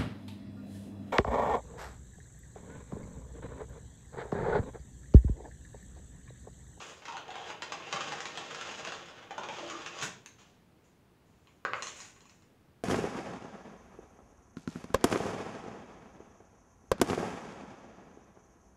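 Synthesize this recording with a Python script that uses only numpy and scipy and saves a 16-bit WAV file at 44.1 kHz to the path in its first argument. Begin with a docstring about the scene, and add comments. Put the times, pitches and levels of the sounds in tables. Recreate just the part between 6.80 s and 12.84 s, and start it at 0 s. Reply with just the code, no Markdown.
"""A cutting wire rasps through a block of clay along metal guides, catches, slips and at last rips free.
Its wooden handle is then dropped on the table and bounces; the slack wire skitters in short slides.
Friction is random grains through the guides' resonances; impacts are bursts through guides or table,
and light clicks are short ringing peaks with a noise scuff.
A hard-walled workshop answers nearly every sound, over air noise and a faint hum.
"""
import sys
import numpy as np
from scipy import signal
from scipy.fft import rfft, irfft, next_fast_len
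from scipy.io import wavfile
from scipy.ndimage import map_coordinates

SR = 44100
rng = np.random.default_rng(int(sys.argv[2]) if len(sys.argv) > 2 else 0)


def log_audio(samples):
    """Write samples as a 16-bit WAV file to the path given in sys.argv[1]."""
    # one column per channel
    frames = np.atleast_2d(samples).T
    # limit to full scale, then quantise
    limited = np.clip(frames, -1, 1)
    pcm = np.round(limited * 32767).astype(np.int16)
    wavfile.write(sys.argv[1], SR, pcm)


N = 266272
TIME = np.arange(N) / SR  # s


def amp(db):
    """Decibels to gain."""
    return 10 ** (np.asarray(db) / 20)


def decay(t, t60):
    """Exponential decay, 60 dB down at t60 seconds."""
    return amp(-60 * t / t60)


def unit(x):
    """Scale to rms 1."""
    return x / np.sqrt(np.mean(x ** 2) + 1e-20)


def along(points, hz):
    """Read (Hz, value) points on a log frequency axis."""
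    f, v = np.transpose(points)
    return np.interp(np.log(hz + 1), np.log(f + 1), v)


def curves(rows):
    """One value per sample for each column after the time."""
    s, *columns = np.transpose(rows)
    return [np.interp(TIME, s, column) for column in columns]


def during(rows, fade_s=0.033):
    """1 within the span of a curve, fading outside it."""
    first, last = rows[0][0], rows[-1][0]
    return np.interp(TIME, [first - fade_s, first, last, last + fade_s], [0, 1, 1, 0])


def wobble(rate_hz):
    """Smooth random curve through rate_hz knots a second."""
    knots = rng.standard_normal(int(N * rate_hz / SR) + 4)
    return map_coordinates(knots, [TIME * rate_hz])


def grains(size, rate_hz, spread_db):
    """Tiny random slips, rate_hz a second on average, of either sign and unequal strength."""
    signs, sizes = rng.choice([-1, 1], size), rng.uniform(-1, 1, size)
    return (rng.random(size) < rate_hz / SR) * signs * amp(spread_db * sizes)


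def response(gain, size=8192):
    """Causal (minimum-phase) impulse response with the given gain of frequency."""
    hz = np.fft.rfftfreq(size, 1 / SR)
    cepstrum = irfft(np.log(np.maximum(gain(hz), 1e-6)))
    cepstrum[1:size // 2] *= 2
    cepstrum[size // 2 + 1:] = 0
    return irfft(np.exp(rfft(cepstrum)))


def coloured(x, gain):
    """Filter a sound by a gain of frequency."""
    return signal.oaconvolve(x, response(gain))[:len(x)]


def body(spectrum, modes, lift_db):
    """Gain of a broad spectrum with resonances standing out of it."""
    def peaks(hz):
        return sum(amp(db) / (1 + (2 * (hz - f) / width) ** 2) for f, width, db in modes)
    return lambda hz: amp(along(spectrum, hz)) * (1 + amp(lift_db) * peaks(hz))


def registers(x, edges_hz):
    """Split a sound into neighbouring bands, each of rms 1."""
    bands = []
    for edge in edges_hz:
        bands.append(signal.sosfilt(signal.butter(5, edge, 'low', fs=SR, output='sos'), x))
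        x = signal.sosfilt(signal.butter(5, edge, 'high', fs=SR, output='sos'), x)
    return [unit(b) for b in bands + [x]]


def add(track, s, sound):
    """Mix a sound into the track at time s."""
    start = max(round(s * SR), 0)
    track[start:start + len(sound)] += sound[:N - start]


# Room decay. Each row: frequency in Hz, t60 in s.
WALL_DECAY = [(100, 1), (400, 0.8), (1200, 0.39), (3000, 0.45), (7000, 0.35), (14000, 0.2)]


def workshop(x, wet_db, near_db=-3, near_t60=0.12):
    """Direct sound, a flurry from table and near walls, then the room's tail."""
    hz, t, z = signal.stft(rng.standard_normal(int(SR * .6)), SR, nperseg=256)
    tail = signal.istft(z * decay(t, along(WALL_DECAY, hz)[:, None]), SR, nperseg=256)[1]
    t = np.arange(len(tail)) / SR
    near = rng.standard_normal(len(t)) * decay(t, near_t60)
    late = np.clip((t - .002) / .004, 0, 1)  # reflections enter at 2 to 6 ms
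    tail = amp(wet_db) * tail / np.linalg.norm(tail)
    near = amp(near_db) * near / np.linalg.norm(near)
    room = late * (tail + near)
    room[0] = 1
    return signal.fftconvolve(x, room)


# The pull. Each row: time in s, friction level in dB, brightness in dB (higher as the wire runs tighter).
PULL_CURVE = [(0, -48.5, 2), (.12, -56, 0), (.21, -68, 9), (.31, -54, 0.5), (.45, -59, -8), (.69, -51, 0.5),
              (.8, -58, -5.5), (1.06, -51.5, -2.5), (1.24, -46.5, -0.5), (1.54, -52.5, 0.5), (1.92, -48, 1),
              (2.02, -53, 1), (2.13, -53, 1), (2.22, -56.5, 0.5), (2.54, -59, -5.5), (2.76, -50, 0),
              (2.92, -49, 0.5), (3.13, -54, -0.5), (3.24, -46, 5), (3.39, -75, -4)]
# Wire on the guides. Each row: frequency in Hz, level in dB.
GUIDE_SPECTRUM = [(45, -29), (80, -15.5), (160, -3.5), (260, -10.5), (340, -6.5), (800, -3), (1300, -4),
                  (2000, -7), (3200, -4.5), (4400, -12.5), (5500, -12.5), (6700, -8.5), (9800, -39),
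                  (15000, -51)]
# Ring of the metal guides. Each row: frequency in Hz, width in Hz, level before the lift in dB.
GUIDE_RING = [(349, 26, -6), (462, 19, -3), (590, 10, -6.5), (793, 16, 4), (810, 45, -7), (1107, 96, 1.5),
              (1450, 24, -8.5), (1835, 54, -4), (2490, 25, 1.5), (2660, 39, 2), (3096, 35, -2),
              (4880, 74, 4), (6100, 210, -13)]
USUAL_DB = -51.5  # friction of a steady pull
DRAG_DB, RASP_DB, GRIT_DB, HISS_DB = -4, -2.5, 0, -6  # relative to the friction level
DRAG_GROWS, HISS_GROWS = .9, 1.22  # dB per dB of friction
DRAG_TILT, RASP_TILT, GRIT_TILT = .3, .1, 0.27  # brightness share: taken from drag and rasp, given to grit


def scrape():
    """Dense micro-slips shake the clay and the guides; a harder pull is louder and hisses more."""
    friction = grains(N, rate_hz=2500, spread_db=9) * amp(2.3 * wobble(70))
    guided = coloured(friction, body(GUIDE_SPECTRUM, GUIDE_RING, lift_db=-4.0))
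    ringing = workshop(guided, wet_db=-1.5)[:N]
    drag, rasp, grit, hiss = registers(ringing, [550, 1500, 4200])
    level_db, bright_db = curves(PULL_CURVE)
    effort_db = level_db - USUAL_DB
    return during(PULL_CURVE) * amp(USUAL_DB) * (
        drag * amp(DRAG_DB + DRAG_GROWS * effort_db - DRAG_TILT * bright_db)
        + rasp * amp(RASP_DB + effort_db - RASP_TILT * bright_db)
        + grit * amp(GRIT_DB + effort_db + GRIT_TILT * bright_db)
        + hiss * amp(HISS_DB + HISS_GROWS * effort_db + bright_db))


# Catches of the wire. Each row: time in s, strength in dB, brightness in dB.
SLIP_EVENTS = [(.004, -67, -5), (0.0962, -66, -0.5), (.2206, -71.5, -4), (0.254, -62, 1),
               (.2829, -61, -1.5), (.3227, -63, -1.5), (.3679, -59, -2), (0.481, -65.5, -4),
               (0.5046, -64, -1), (0.555, -61, -2), (.702, -59.5, -0.5), (.821, -53.5, 1),
               (0.9206, -53.5, 0.5), (1.071, -71, -5), (1.1263, -49.5, 0), (1.161, -56.5, -2),
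               (1.2072, -54.5, -1), (1.3209, -55.5, 0), (1.4046, -56.5, 1.5), (1.4551, -55, 0.5),
               (1.574, -54, 1), (1.7471, -58, 1.5), (1.811, -57.5, 2.5), (1.8898, -58.5, -1),
               (2.0494, -57, 1.5), (2.0724, -55.5, -0.5), (2.1209, -58.5, 0), (2.258, -73, 4),
               (2.285, -68, 0), (2.428, -73, -1), (2.5081, -60, -4), (2.58, -56, -5), (2.6345, -59, -4),
               (2.6868, -58, -3), (2.7848, -61, -3), (2.8994, -62.5, 8), (3.0612, -58, 2),
               (3.1879, -61, 1.5), (3.2133, -58, 5), (3.2241, -54, 2)]
SLIP_T60, SNAP_T60, SNAP_DB = 0.039, 0.017, 3  # chatter decay s; the first snap is shorter and stronger
KNOCK_DB, ZING_DB = -.5, -6  # low and high ring, relative to the strength
CRACK_TILT = .35  # share of the brightness given to the mid-range crack


def slips():
    """Each catch lets go with a snap and a chatter; both ring the guides, as a dull knock or bright zing."""
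    out, t = np.zeros(N), np.arange(int(SR * .1)) / SR
    guides = response(body(GUIDE_SPECTRUM, GUIDE_RING, lift_db=-4.5))
    # a snap is too brief to shake the heavy block
    guides = signal.lfilter(*signal.butter(2, 260, 'high', fs=SR), guides)
    knock, crack, zing = registers(guides, [1400, 4500])
    envelope = decay(t, SLIP_T60) + amp(SNAP_DB) * decay(t, SNAP_T60)
    for s, db, bright_db in SLIP_EVENTS:
        chatter = grains(len(t), rate_hz=7000, spread_db=4.5) * envelope
        ring = (knock * amp(KNOCK_DB - bright_db)
                + crack * amp(CRACK_TILT * bright_db)
                + zing * amp(ZING_DB + bright_db))
        snap = signal.fftconvolve(chatter / np.linalg.norm(chatter), ring)
        add(out, s, amp(db) * workshop(snap, wet_db=-0.5, near_db=-0.5))
    return out


# Groans of the guide. Each row: start in s, length in s, frequency in Hz, level in dB.
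GROAN_EVENTS = [(.27, .12, 943, -47.5), (.32, 0.093, 804, -52), (.485, 0.043, 755, -46.5),
                (.555, 0.078, 755, -46.5), (.68, 0.082, 880, -51), (0.351, .09, 3100, -56.5),
                (0.502, 0.18, 3260, -56), (1.017, 0.084, 2700, -53), (1.127, .07, 1120, -47),
                (1.127, 0.062, 590, -48.5), (2.58, .04, 594, -48), (2.687, 0.048, 860, -45.5),
                (2.79, 0.087, 607, -47), (2.79, .22, 333.6, -52), (2.89, .13, 1188, -49)]
GROAN_Q = 16.3  # frequency over width of the narrow resonance


def groans():
    """Stick and slip feeds one narrow resonance for a moment."""
    out = np.zeros(N)
    for s, length_s, hz, db in GROAN_EVENTS:
        size = int(max(length_s, .02) * SR)
        stick_slip = grains(size, rate_hz=1500, spread_db=7)
        ring = signal.lfilter(*signal.iirpeak(hz, GROAN_Q, fs=SR), stick_slip)
        # the clay damps what lies far from the resonance
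        ring = signal.lfilter(*signal.iirpeak(hz, 2, fs=SR), ring)
        groan = unit(ring) * signal.windows.tukey(size, .2)
        add(out, s, amp(db) * workshop(groan, wet_db=-7.5, near_db=-11))
    return out


def shudder(s=1.127, db=-50, hz=175, q=1.9, rise_s=.012, t60=0.71):
    """The hardest catch jolts the heavy block, which rumbles briefly on the table."""
    out, t = np.zeros(N), np.arange(SR // 2) / SR
    band = signal.iirpeak(hz, q, fs=SR)
    rumble = signal.lfilter(*band, rng.standard_normal(len(t)))
    rumble = unit(signal.lfilter(*band, rumble))
    add(out, s, amp(db) * decay(t, t60) * np.minimum(t / rise_s, 1) * rumble)
    return out


# Wire leaving the clay. Each row: frequency in Hz, level in dB.
RIP_SPECTRUM = [(60, -18), (150, 1.5), (260, -8), (650, -13), (1100, -1), (2300, -5), (4500, -14.5),
                (7000, -2), (9000, -19), (12000, -28), (15500, -33)]


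def rip(s=3.226, db=-34, rise_s=0.0023, t60=0.13):
    """The taut wire tears out of the last corner of the block."""
    out, t = np.zeros(N), np.arange(SR // 2) / SR
    tear = unit(coloured(rng.standard_normal(len(t)), lambda hz: amp(along(RIP_SPECTRUM, hz))))
    envelope = np.minimum(t / rise_s, 1) * decay(t, t60)
    add(out, s, workshop(amp(db) * envelope * tear, wet_db=-1.0))
    return out


# Loose wire. Each row: frequency in Hz, level in dB.
WIRE_SPECTRUM = [(300, -15.5), (700, -6), (1100, -2.5), (1700, -5.5), (2700, -3.5), (4600, -12), (6000, -4),
                 (7000, 1.5), (8000, -10), (9500, -18.5), (15000, -35.5)]


def twitch(s=3.4605, db=-39, t60=0.016):
    """The freed wire flicks once against the guide."""
    out, t = np.zeros(N), np.arange(int(SR * .05)) / SR
    flick = unit(coloured(rng.standard_normal(len(t)), lambda hz: amp(along(WIRE_SPECTRUM, hz))))
    add(out, s, workshop(amp(db) * decay(t, t60) * flick, wet_db=-1, near_db=-6))
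    return out


def release(s=3.583, db=-60, rise_s=0.004, t60=0.59):
    """The steadying hand brushes softly off the guide."""
    out, t = np.zeros(N), np.arange(SR // 2) / SR
    brush = unit(coloured(rng.standard_normal(len(t)), lambda hz: amp(along(GUIDE_SPECTRUM, hz))))
    envelope = np.minimum(t / rise_s, 1) * decay(t, t60)
    add(out, s, workshop(amp(db) * envelope * brush, wet_db=-3.0))
    return out


# Handle hits on the table. Each row: time in s, clack in dB, knock in dB, tick in dB.
DROP_EVENTS = [(4.8507, -57.5, -42, -68), (4.9342, -51.5, -48, -72)]
# Handle on the table. Each row: frequency in Hz, level in dB.
TABLE_SPECTRUM = [(60, -31), (120, -10), (260, -19), (400, -9), (750, -7.5), (1150, -0.5), (1550, -5),
                  (2000, -10.5), (2600, -10), (3300, -20), (4500, -17.5), (5900, -27), (7000, -22),
                  (9000, -45), (15000, -63)]
# Ring of the table top. 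Each row: frequency in Hz, width in Hz, level before the lift in dB.
TABLE_RING = [(624, 36, -4), (786, 30, 5.5), (1080, 90, 4), (1260, 85, -3), (1465, 35, 4), (1630, 44, -4)]


def drops(rock_db=-6, rock_t60=0.032):
    """The handle lands hard, rocks for an instant and bounces; the table top knocks."""
    out, t = np.zeros(N), np.arange(int(SR * .04)) / SR
    table = response(body(TABLE_SPECTRUM, TABLE_RING, lift_db=-1.0))
    knock, clack, tick = registers(table, [1800, 4500])
    for s, clack_db, knock_db, tick_db in DROP_EVENTS:
        contact = rng.standard_normal(len(t)) * decay(t, rock_t60)
        contact *= amp(rock_db) / np.linalg.norm(contact)
        contact[0] = 1
        ring = knock * amp(knock_db) + clack * amp(clack_db) + tick * amp(tick_db)
        hit = signal.fftconvolve(contact, ring)
        add(out, s, workshop(hit, wet_db=-1.5, near_db=-4.5, near_t60=0.075))
    return out


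# Light clicks of handle and wire ends. Each row: time in s, low band in dB, high band in dB.
CLICK_EVENTS = [(4.672, -76, -89), (5.023, -55, -55), (5.07, -59, -59), (5.203, -66.5, -63.5),
                (5.363, -77, -90), (5.406, -77.5, -77.5), (5.455, -76, -80), (5.496, -78.5, -78),
                (5.622, -83, -86)]
# Peaks of a click, coloured by a close reflection. Each row: frequency in Hz, mean level in dB, t60 in s.
CLICK_PEAKS = [(1090, -2, 0.038), (2100, -12, 0.015), (2787, -6, 0.012), (4130, 0.5, 0.022),
               (5260, -0.5, 0.013), (5940, -3, 0.0084), (6850, -10, .012)]


def clicks(contact_t60=0.017, contact_db=-2, edge_hz=7000):
    """Light clicks with short ringing peaks, coloured by a close reflection, strengths drawn anew each time."""
    out, t = np.zeros(N), np.arange(int(SR * .08)) / SR
    for s, low_db, high_db in CLICK_EVENTS:
        strengths_db = rng.uniform(-3, 3, len(CLICK_PEAKS))
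        phases = rng.uniform(0, 2 * np.pi, len(CLICK_PEAKS))
        ring = np.zeros(len(t))
        for (hz, level_db, t60), luck_db, phase in zip(CLICK_PEAKS, strengths_db, phases):
            ring += amp(level_db + luck_db) * decay(t, t60) * np.sin(2 * np.pi * hz * t + phase)
        scuff = rng.standard_normal(len(t)) * decay(t, contact_t60)
        contact = coloured(scuff, lambda hz: amp(along(WIRE_SPECTRUM, hz)))
        # the peaks stay mostly in the direct sound; the scuffed table fills the room
        direct = workshop(unit(ring), wet_db=-8, near_db=-8)
        click = direct + amp(contact_db) * workshop(unit(contact), wet_db=5.0, near_db=1.0)
        click = signal.lfilter(*signal.butter(2, edge_hz, fs=SR), click)
        low, high = registers(click, [3400])
        add(out, s, low * amp(low_db) + high * amp(high_db))
    return out


# Slides of the loose wire. Each row: start in s, length before the decay in s, level in dB.
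SLIDE_EVENTS = [(0, .11, -56), (3.578, 0.035, -69), (4.032, .03, -72.5), (4.45, 0.34, -79.5),
                (4.94, .07, -61), (5.03, .08, -54.5), (5.15, .11, -54.5), (5.482, .08, -71)]
SLIDE_RISE_S, SLIDE_T60 = 0.017, 0.51  # s


def slack_wire():
    """The loose wire skitters over table and guide in short slides."""
    skitter = coloured(grains(N, rate_hz=2500, spread_db=7.5), lambda hz: amp(along(WIRE_SPECTRUM, hz)))
    motion = np.zeros(N)
    for s, length_s, db in SLIDE_EVENTS:
        rise = np.clip((TIME - s) / SLIDE_RISE_S, 0, 1)
        motion += amp(db) * rise * decay(np.maximum(TIME - s - length_s, 0), SLIDE_T60)
    return unit(workshop(skitter, wet_db=0.0)[:N]) * motion


# Air noise. Each row: frequency in Hz, relative level in dB.
AIR_SPECTRUM = [(12, -31), (20, -3), (32, -21), (70, -2), (116, -2.5), (185, -3), (289, -7), (427, -8.5),
                (478, -11), (549, -13.5), (649, -14), (2030, -23), (5380, -32), (6540, -34.5), (15500, -38)]
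AIR_DB = -64
# Machine hum. Each row: frequency in Hz, level in dB.
HUM_TONES = [(176.6, -79), (121.2, -83)]


def room_tone():
    """Steady air noise and a machine hum whose phase wanders slightly."""
    air = unit(coloured(rng.standard_normal(N), lambda hz: amp(along(AIR_SPECTRUM, hz))))
    hum = sum(amp(db) * unit(np.sin(2 * np.pi * hz * TIME + 1.3 * wobble(6.4))) for hz, db in HUM_TONES)
    return amp(AIR_DB) * air + hum


def scene():
    """Everything at the one microphone."""
    cut = scrape() + groans() + slips() + shudder() + rip() + twitch() + release()
    return (cut + drops() + clicks() + slack_wire() + room_tone())[None]


TOP_HZ = 15750


def record(dry):
    """The recorder keeps nothing above its band limit."""
    m = next_fast_len(N + SR // 2)
    passed = np.fft.rfftfreq(m, 1 / SR) < TOP_HZ
    return irfft(rfft(dry, m) * passed, m)[:, :N]


dry = scene()
out = record(dry)
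log_audio(out)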